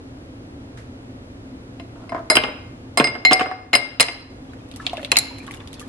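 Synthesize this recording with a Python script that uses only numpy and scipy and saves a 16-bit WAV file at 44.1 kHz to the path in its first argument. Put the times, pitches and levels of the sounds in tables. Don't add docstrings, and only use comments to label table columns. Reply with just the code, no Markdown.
import sys
import numpy as np
from scipy import signal
from scipy.fft import rfft, irfft
from scipy.io import wavfile
from scipy.ndimage import uniform_filter1d

SR = 44100
rng = np.random.default_rng(int(sys.argv[2]) if len(sys.argv) > 2 else 0)


def put_to_file(sound):
    columns = np.atleast_2d(sound).T
    safe = np.clip(columns, -1, 1)
    whole_steps = np.round(safe * 32767)
    wavfile.write(sys.argv[1], SR, whole_steps.astype(np.int16))


N = 259308

# pitch_hz, twin_offset_hz, t60_s (both before loading by ice)
WALL_MODES = [(2116, 9.4, 0.35), (4116, 1, 0.33), (5014, 5, 0.15), (7054, 44, .11), (8373, 64, 0.12),
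              (10825, 180, 0.14)]
# left_minus_right_db, phase_between_ears_rad
WALL_EARS = [(-.5, .8), (-1, .9), (-1, .6), (-1, 2.2), (-1.5, 2), (-1.5, 2.1)]
# level_db, rim_family (+1 strongest at the rim, -1 strongest lower down)
WALL_ANSWER = [(-1.5, -0.052), (-8, 1), (-6.5, -1.01), (-12.5, 1), (-8.5, -0.88), (-8.5, 0.3)]
# pitch_hz (typical), t60_s, relative_level_db
COUNTER_MODES = [(129, 0.2, -1), (260, 0.024, -16), (295.7, 0.027, 11), (346.7, 0.046, 0), (438, 0.03, 5)]
# start_s, air_pitch_hz, air_level_db (relative to the knock), free_ring_share (0-1),
# lowest_mode_left_minus_right_db
FILLING = [(0, 676, 8, 0.6, 4), (2.25, 608, -7, 1, 3.5), (2.9, 716, -1, 0.86, -2.5),
           (3.2, 746.3, 2, 0.88, 0.5), (3.7, 724, -1.5, 0.67, 9.5), (3.95, 695, -10, 0.42, 1),
           (4.3, 702, -5.5, 0.16, -1.5)]
# start_s, ring_db, tilt_db_per_octave, rim_nearness_db, knock_db, # hardness_db (crack relative to knock),
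# free_ring_share (0-1, what the touching cube leaves)
CLINKS = [(1.798, -48, -2, 0, -49, 8, 1), (2.093, -40, -5, -5, -47, 2, 0.8),
          (2.3, -13.5, 1, -3.5, -18, -6, 0.73), (2.313, -19.5, -11.5, 10.5, -26.5, -10, 0.92),
          (2.3539, -27.5, 6, -8, -20.5, 1, 0.64), (2.9735, -18, 1.5, -3, -22.5, -0.5, 0.82),
          (3.042, -16.5, -8.5, -14, -27.5, 4, 1), (3.072, -19.5, -16.5, -20.5, -33.5, 5, 1),
          (3.2501, -6, -7.5, 4, -27, 8.5, 0.85), (3.3315, -17, 0.5, -9.5, -42, 16, 0.31),
          (3.7315, -15, -4, 3, -23, 4.5, 1), (3.7375, -9, -8.5, 4.5, -25, -2.5, 0.82),
          (3.7515, -22, 3.5, -9, -20.5, 7, 0.78), (3.998, -22, -0.5, 9.5, -21, 6.5, 1),
          (4.0048, -14.5, 3, -4, -24, 2.5, 0.95), (4.0845, -27, -9.5, -9, -33, 2.5, 0.67),
          (5.1172, -21.5, 2, 11, -22.5, 8, 0.66), (5.1578, -45, -6, -8, -34.5, 13, 0.9),
          (5.1682, -16.5, 1, 11.5, -27.5, 7.5, 1), (5.1865, -26, 6.5, 7.5, -44, 6, 1)]
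# start_s, knock_db, counter_weight_db (relative to knock),
# hardness_db (crack relative to knock)
LANDINGS = [(2.1203, -31.5, -0.5, -19), (2.146, -30.5, -2, -20.5), (2.163, -35.5, -18, -20),
            (2.18, -38, 3.5, -39.5), (2.3685, -15.5, -4, 8.5), (2.437, -24, -6.5, 0), (2.481, -33, 3, -12),
            (2.9988, -19, 7, 2.5), (3.0035, -19, -7.5, -14), (3.151, -32.5, -6.5, -9),
            (3.3105, -17, 0, -2.5), (3.3215, -19.5, -11.5, 4.5), (3.394, -25.5, -16, 3),
            (3.409, -22, -1.5, -1.5), (3.459, -28.5, -14, -15), (3.5127, -31.5, -8, -15)]
# start_s, length_s, level_db (before scaling by length),
# treble_db, air_column_db (both balances within the scrape)
SCRAPES = [(1.958, 0.15, -48.5, -41, 5.5), (2.146, 0.055, -41, -49.5, 2),
           (2.311, 0.029, -21.5, -30.5, 17.5), (2.421, 0.05, -34.5, -24.5, -26.5),
           (2.972, 0.042, -19.5, -15.5, 4.5), (3.314, 0.026, -25.5, 6, 3), (3.398, 0.038, -31, -12, -2.5),
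           (3.729, 0.023, -32, -22.5, -4.5), (4, 0.037, -19.5, 5, -1)]
# start_s, cube_pitch_hz,
# body_db, bright_edge_db
CRACKS = [(4.534, 2010, -40.5, -57.5), (4.714, 3700, -41, -48), (4.739, 4100, -45.5, -54),
          (4.761, 3230, -45, -37), (4.8656, 3550, -16, -38), (4.896, 3600, -31, -58),
          (4.932, 2940, -39, -43.5), (4.97, 3340, -28, -47), (4.9943, 1800, -36, -52),
          (5.03, 3020, -35, -46), (5.0477, 3320, -24.5, -39.5), (5.384, 2520, -41, -42.5),
          (5.431, 2390, -49, -53), (5.444, 2490, -52, -63), (5.4789, 1680, -33.5, -60),
          (5.51, 2710, -33.5, -42), (5.517, 1870, -49, -45), (5.539, 2920, -36.5, -47),
          (5.545, 1980, -41, -42), (5.565, 2910, -63, -52), (5.604, 2950, -42, -56),
          (5.674, 3790, -39, -46), (5.73, 3000, -39, -42), (5.741, 4630, -40.5, -45),
          (5.796, 3320, -40, -36.5), (5.804, 3180, -48, -43), (5.815, 1750, -46, -42)]
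# start_s, start_pitch_hz, level_db
BUBBLES = [(4.799, 1300, -35.5), (4.802, 1705, -38.5), (4.867, 710, -35.5), (4.932, 700, -24),
           (4.938, 1050, -39), (4.978, 626, -29.5), (4.982, 1700, -42.5), (5.029, 568, -33),
           (5.31, 945, -42.5), (5.403, 2360, -43), (5.416, 2470, -49), (5.485, 1114, -38.5),
           (5.572, 2850, -50), (5.61, 1130, -49), (5.813, 1190, -42.5), (5.826, 1720, -46)]
# time_s, strength_db
FLOW = [(4.3, -75.5), (4.5, -45), (4.7, -47.5), (4.85, -32.5), (5.0, -38), (5.3, -43.5), (5.5, -35.5),
        (5.7, -42), (5.88, -40.5)]
# centre_hz, t60_s, relative_level_db, side_minus_mid_db
ROOM = [(150, 0.94, -8, -18.5), (450, 0.56, 4, -16), (1050, 0.68, 0, 4), (2200, 0.62, -2, 9),
        (3560, 0.55, -3.5, 11), (4930, 0.57, -3, 8), (7400, 0.37, -8.5, 1), (10300, 0.43, -7.5, -11),
        (14000, 0.3, -16.5, 6)]
# pitch_hz, relative_level_db
WHIR = [(15, -42), (25, -11.5), (115, 0), (146, -9.5), (202, -10), (264, -0.5), (354, -9.5), (383, -9.5),
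        (415, -14.5), (501, -11.5), (543, -15), (1030, -27), (9020, -49), (11500, -52.5), (15000, -80.5)]
# pitch_hz, side_minus_mid_db
WHIR_SIDE = [(60, -42.5), (110, -22), (200, -17.5), (380, -11), (700, 0), (1290, 5.5), (2380, 6.5),
             (4400, 7.5), (8120, 5), (15000, 12.5)]
# pitch_hz, width_hz, level_db (before the background dips)
HUM = [(116.4, 1.8, -51.5), (265.2, 3.4, -47)]

TIME = np.arange(N) / SR
RING = TIME[TIME < 1 / 4]
ATTACK = int(.012 * SR)
LEFT_RIGHT = np.array([[1], [-1]])

WHIR_DB = -38.5
DIP_S, DIP_FALL_S, DIP_DB = 3.1, 0.3, -5.5

PUFF_S, PUFF_DB, PUFF_T60_S = .773, -45, 0.28

POUR_S = 4.3
BUBBLE_T60_S = 0.053
GURGLE_HZ, GURGLE_OCTAVES, GURGLE_DB, GURGLE_T60_S = 1504, 0.87, -18, 0.046
HOLLOW_HZ, HOLLOW_WIDTH_HZ, HOLLOW_DB = 1080, 220, -19.5

TICK_HZ, TICK_T60_S, TICK_NOISE_DB = 3000, 0.0087, -6
FAINT_TICK_DB, FAINT_EDGE_DB = -13.5, 1
CUBE_OCTAVES, CUBE_T60_S, CUBE_DB = 0.358, 0.021, -7
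STRUCK_CUBE_HZ, STRUCK_CUBE_DB = 3112, -6.5

AIR_T60_S, AIR_OVERTONE, AIR_OVERTONE_DB = 0.11, 1.53, -2
TWIN_DB = -10.5
NODE_TURN_RAD = 0.77
CHATTER, CHATTER_HZ = 0.66, 67
CLINK_THUD_DB = -6.5
LANDING_RING_DB, LANDING_TILT_DB, LANDING_RIM_DB, RING_PER_HARDNESS = -7, -5, -5, 0.3
TILT_PER_HARDNESS = 0.12
LANDING_FREE = 0.44

TOP_HZ = 15700


def undb(db):
    return 10 ** (np.asarray(db) / 20)


def curve(rows, t):
    return np.interp(t, *np.transpose(rows))


def spectrum(rows, freqs):
    hz, db = np.transpose(rows)
    return undb(np.interp(np.log(freqs), np.log(hz), db))


def unit(x):
    return x / np.sqrt(np.mean(x ** 2))


def struck(x, db):
    return x * undb(db) / np.sqrt(np.mean(x[..., :ATTACK] ** 2))


def band(x, lo_hz, hi_hz, order=2):
    edges = [lo_hz, np.clip(hi_hz, lo_hz + 1, SR / 2 - 1)]
    return signal.sosfilt(signal.butter(order, edges, "band", fs=SR, output="sos"), x)


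def add(out, s, x):
    i = int(s * SR)
    out[:, i:i + x.shape[-1]] += x[..., :N - i]


def ears(size, side):
    mid, diff = rng.standard_normal((2, size))
    return np.array([mid + side * diff, mid - side * diff]) / np.sqrt(1 + side ** 2)


def fade(t60, t=RING):
    return np.exp(-np.log(1000) * t / t60)


def mode(hz, t60, phase=0):
    build = 1 - np.exp(-(2 * hz * RING) ** 2)
    return np.sin(2 * np.pi * hz * RING + phase) * fade(t60) * build


def burst(lo_hz, hi_hz, t60, side, scatter_db, order=2):
    t = RING[:ATTACK * 8]
    click = band(ears(len(t), side) * fade(t60, t), lo_hz, hi_hz, order)
    late = fade(0.044, t) * (1 - fade(0.069, t))
    scatter = band(ears(len(t), side) * late, lo_hz, hi_hz, order)
    return unit(click) + undb(scatter_db) * unit(scatter)


def appliance():
    freqs = np.arange(N // 2 + 1) * SR / N + 1
    mid, side = rfft(rng.standard_normal((2, N))) * spectrum(WHIR, freqs)
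    whir = irfft(mid + LEFT_RIGHT * side * spectrum(WHIR_SIDE, freqs), N)
    out = undb(WHIR_DB) * unit(whir)
    for hz, width_hz, db in HUM:
        hum = band(rng.standard_normal(N), hz - width_hz / 2, hz + width_hz / 2, order=1)
        out += undb(db) * unit(hum)
    return out


def background_gain():
    dip = np.clip((TIME - DIP_S) / DIP_FALL_S, 0, 1) * (TIME < POUR_S)
    return undb(DIP_DB * dip)


def kitchen(send, wet_db):
    t = TIME[:SR]
    freqs = np.arange(SR // 2 + 1) + 1.
    room_hz, t60s, dbs, side_dbs = np.transpose(ROOM)
    mid, side = rfft(rng.standard_normal((2, SR)))
    width = spectrum(list(zip(room_hz, side_dbs)), freqs)
    noise = (mid + LEFT_RIGHT * width * side) / np.sqrt(1 + width ** 2)
    response = 0
    for t60, db, peak in zip(t60s, dbs, np.eye(len(ROOM))):
        overlap = np.interp(np.log(freqs), np.log(room_hz), peak)
        response = response + irfft(noise * overlap, SR) * undb(db) * fade(t60, t)
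    response = response * np.clip((t - .004) / 0.014, 0, 1) / np.sqrt(SR / 20)
    return undb(wet_db) * signal.fftconvolve(send, response, axes=1)[:, :N]


def puff():
    out = np.zeros((2, N))
    air = ears(len(RING), 1.0) * fade(PUFF_T60_S)
    sputter = band(air, 1500, 4700, order=1) + undb(5.5) * band(air, 1300, 2400)
    add(out, PUFF_S, struck(sputter, PUFF_DB))
    return out


def during_pour(count):
    chance = rng.random((count, 3))
    moments = np.interp(chance[:, 0], [0, 1], [POUR_S, TIME[-1]])
    deviations = np.sqrt(3) * (2 * chance[:, 1:].T - 1)
    return zip(moments, *deviations)


def bubbles(out):
    large = [(*row, BUBBLE_T60_S) for row in BUBBLES]
    gurgle = []
    for s, size, pitch in during_pour(count=200):
        hz = GURGLE_HZ * 2 ** (GURGLE_OCTAVES * pitch)
        gurgle.append((s, hz, curve(FLOW, s) + GURGLE_DB + 3 * size, GURGLE_T60_S))
    for s, hz, db, t60 in large + gurgle:
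        rising = mode(hz * (1 + 0.37 * RING), t60)
        add(out, s, struck(rising * (1 - fade(0.0016)), db))


def foam(out):
    t = RING[:ATTACK * 3]
    for when, pitch, size, pan in rng.random((1000, 4)):
        s = 4.35 + when * (TIME[-1] - 4.35)
        hz = 750 * 13 ** (pitch ** 1.3)
        tone = np.sin(2 * np.pi * hz * t * (1 + 3 * t))
        grain = tone * fade(22 / hz, t) * (1 - fade(9 / hz, t))
        db = curve(FLOW, s) + 0.57 * min(-np.log(1 - size), 2) - 2 - 5 * pitch
        add(out, s, undb(db) * np.sqrt([[pan], [1 - pan]]) * grain)


def pour():
    out = np.zeros((2, N))
    bubbles(out)
    foam(out)
    slow = uniform_filter1d(uniform_filter1d(rng.standard_normal(N), size=700), size=500)
    splash_db = 3 * unit(slow)
    lo_hz, hi_hz = HOLLOW_HZ - HOLLOW_WIDTH_HZ / 2, HOLLOW_HZ + HOLLOW_WIDTH_HZ / 2
    hollow = band(ears(N, 0.94), lo_hz, hi_hz, order=1)
    out += unit(hollow) * undb(curve(FLOW, TIME) + splash_db + HOLLOW_DB)
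    trickle = band(ears(N, 1.0), 800, 4500, order=1)
    return out + unit(trickle) * undb(curve(FLOW, TIME) + splash_db - 20.0)


def cube_ping(hz):
    ping = 0
    for pitch, size, lag in rng.uniform(-1.01, 1, (5, 3)):
        mode_hz = hz * 2 ** (CUBE_OCTAVES * pitch)
        ping = ping + undb(2.9 * size) * mode(mode_hz, CUBE_T60_S, np.pi / 2 * lag * LEFT_RIGHT)
    return ping


def ticks():
    out = np.zeros((2, N))
    faint = []
    for s, size, pitch in during_pour(count=12):
        db = curve(FLOW, s) + FAINT_TICK_DB + 3 * size
        faint.append((s, TICK_HZ * 2 ** (.3 * pitch), db, db + FAINT_EDGE_DB))
    for s, hz, db, edge_db in CRACKS + faint:
        snap = burst(0.64 * hz, 1.12 * hz, t60=TICK_T60_S, side=1.1, scatter_db=-1.5)
        add(out, s, struck(snap, db + TICK_NOISE_DB))
        add(out, s, struck(cube_ping(hz), db + CUBE_DB))
        edge = burst(4100, 18800, t60=0.01, side=1.5, scatter_db=-1.5)
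        add(out, s, struck(edge, edge_db))
    return out


def glass_at(s):
    return [row[1:] for row in FILLING if row[0] <= s][-1]


def scrapes():
    out = np.zeros((2, N))
    t = RING[:ATTACK * 14]
    for s, length, db, treble_db, air_db in SCRAPES:
        contacts = (rng.random(len(t)) < 900 / SR) * rng.uniform(.3, 1, len(t))
        contacts = contacts * np.clip(2 - 1.5 * t / max(length, .015), 0, 1)
        grit = signal.lfilter([1], [1, -.9], contacts) * ears(len(t), .7)
        air_hz = glass_at(s)[0]
        hollow = band(grit.mean(axis=0), air_hz * (1 - .05), air_hz * (1 + 0.058), order=1)
        crunch = band(grit, 650, 1450, order=3)
        rasp = band(grit, 1200, 3400)
        treble = band(grit, 4200, 8000, order=3)
        sound = undb(air_db) * unit(hollow) + undb(4.0) * unit(crunch)
        sound = sound + undb(treble_db / 2 + 7.0) * unit(rasp) + undb(treble_db) * unit(treble)
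        add(out, s, unit(sound) * undb(db) * np.sqrt(abs(length) / t[-1]))
    return out


def flutter():
    return unit(band(rng.standard_normal(len(RING)), CHATTER_HZ / 3, CHATTER_HZ * 2))


def wall_levels(ring_db, tilt_db, rim_db):
    octaves = np.log2(np.array(WALL_MODES)[:, 0] / WALL_MODES[0][0])
    answer_db, family = np.transpose(WALL_ANSWER)
    return ring_db + answer_db + tilt_db * octaves + rim_db * family


def glass_wall(levels_db, ring, lowest_pan_db):
    out = 0
    chatter = CHATTER * (1 - ring)
    for k, ((hz, split_hz, t60), (pan_db, lag)) in enumerate(zip(WALL_MODES, WALL_EARS)):
        turn, lean, load = rng.standard_normal(3)
        blow_pan_db = lowest_pan_db if k == 0 else 2 * lean
        share = undb(LEFT_RIGHT * (pan_db + blow_pan_db) / 2)
        phase = LEFT_RIGHT * (lag + NODE_TURN_RAD * turn + (1 - ring)) / 2
        hz = hz * (1 + .004 * (1 - ring) ** 2 * load)
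        main = mode(hz, t60 * ring, phase + chatter * flutter())
        twin = mode(hz + split_hz / np.sqrt(ring), t60 * ring, -phase)
        pair = main + undb(TWIN_DB) * twin
        out = out + struck(pair * share * (1 + chatter * flutter()), levels_db[k])
    overtone = mode(10020, 0.1 * ring, 0.74 * LEFT_RIGHT + CHATTER * flutter())
    return out + struck(overtone, levels_db[4] - 13.5)


def counter_thud():
    thud = 0
    chance = rng.standard_normal((len(COUNTER_MODES), 2))
    for (hz, t60, db), (detune, lag) in zip(COUNTER_MODES, chance):
        thud = thud + undb(db) * mode(hz * (1 + 0.053 * detune), t60, 0.082 * LEFT_RIGHT * lag)
    return band(thud, 240, 1900)


def ice_hit(s, thud_db, knock_db, crack_db, wall_db, free):
    air_hz, air_db, ring, pan_db = glass_at(s)
    ring = np.clip(ring * free, .15, 1)
    out = glass_wall(wall_db, ring, pan_db)
    out += struck(counter_thud(), thud_db)
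    air = mode(air_hz, AIR_T60_S, 0.28 * LEFT_RIGHT)
    air = air + undb(AIR_OVERTONE_DB) * mode(air_hz * AIR_OVERTONE, 0.053)
    out += struck(air, knock_db + air_db)
    loose = np.sqrt(ring)
    low_knock = burst(400, 915, t60=0.017 * loose, side=0.2, scatter_db=6.0)
    add(out, 0, struck(low_knock, knock_db - 2.5))
    high_knock = burst(1054, 1854, t60=0.031 * loose, side=1.0, scatter_db=3.5, order=3)
    add(out, 0, struck(high_knock, knock_db - .8))
    crack = burst(2450, 3010, t60=0.021 * loose, side=0.98, scatter_db=-6.5)
    add(out, 0, struck(crack, crack_db - 1.5))
    add(out, 0, struck(cube_ping(STRUCK_CUBE_HZ), crack_db + STRUCK_CUBE_DB))
    snap = burst(2000, 3180, t60=0.0017, side=1.0, scatter_db=-21.5, order=3)
    add(out, 0, struck(snap, crack_db - 13.5))
    tick = burst(3910, 5350, t60=0.021, side=1.0, scatter_db=-17.0, order=3)
    add(out, 0, struck(tick, max(wall_db[1], wall_db[2]) - 4.5 - 4 * ring))
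    high_tick = burst(6400, 8900, t60=0.051, side=1.0, scatter_db=-5.0)
    add(out, 0, struck(high_tick, max(wall_db[3], wall_db[5]) - 9.0))
    return out


def cubes():
    out = np.zeros((2, N))
    for s, ring_db, tilt_db, rim_db, knock_db, hard_db, free in CLINKS:
        wall_db = wall_levels(ring_db, tilt_db, rim_db)
        add(out, s, ice_hit(s, knock_db + CLINK_THUD_DB, knock_db, knock_db + hard_db, wall_db, free))
    for s, knock_db, weight_db, hard_db in LANDINGS:
        ring_db = knock_db + LANDING_RING_DB + RING_PER_HARDNESS * hard_db
        tilt_db = LANDING_TILT_DB + TILT_PER_HARDNESS * hard_db
        wall_db = wall_levels(ring_db, tilt_db, LANDING_RIM_DB)
        add(out, s, ice_hit(s, knock_db + weight_db, knock_db, knock_db + hard_db, wall_db, LANDING_FREE))
    return out


def scene():
    blows = cubes()
    small = scrapes() + ticks() + puff() + pour()
    close = blows + small
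    return close + kitchen(close, wet_db=-8.5) + appliance() * background_gain()


def record(dry):
    dull = signal.sosfilt(signal.cheby1(6, .5, 11100, fs=SR, output="sos"), dry)
    rounded = dull / (1 + (dull / .95) ** 8) ** (1 / 8)
    return signal.sosfilt(signal.ellip(8, .2, 70, TOP_HZ, fs=SR, output="sos"), rounded)


dry = scene()
out = record(dry)
put_to_file(out)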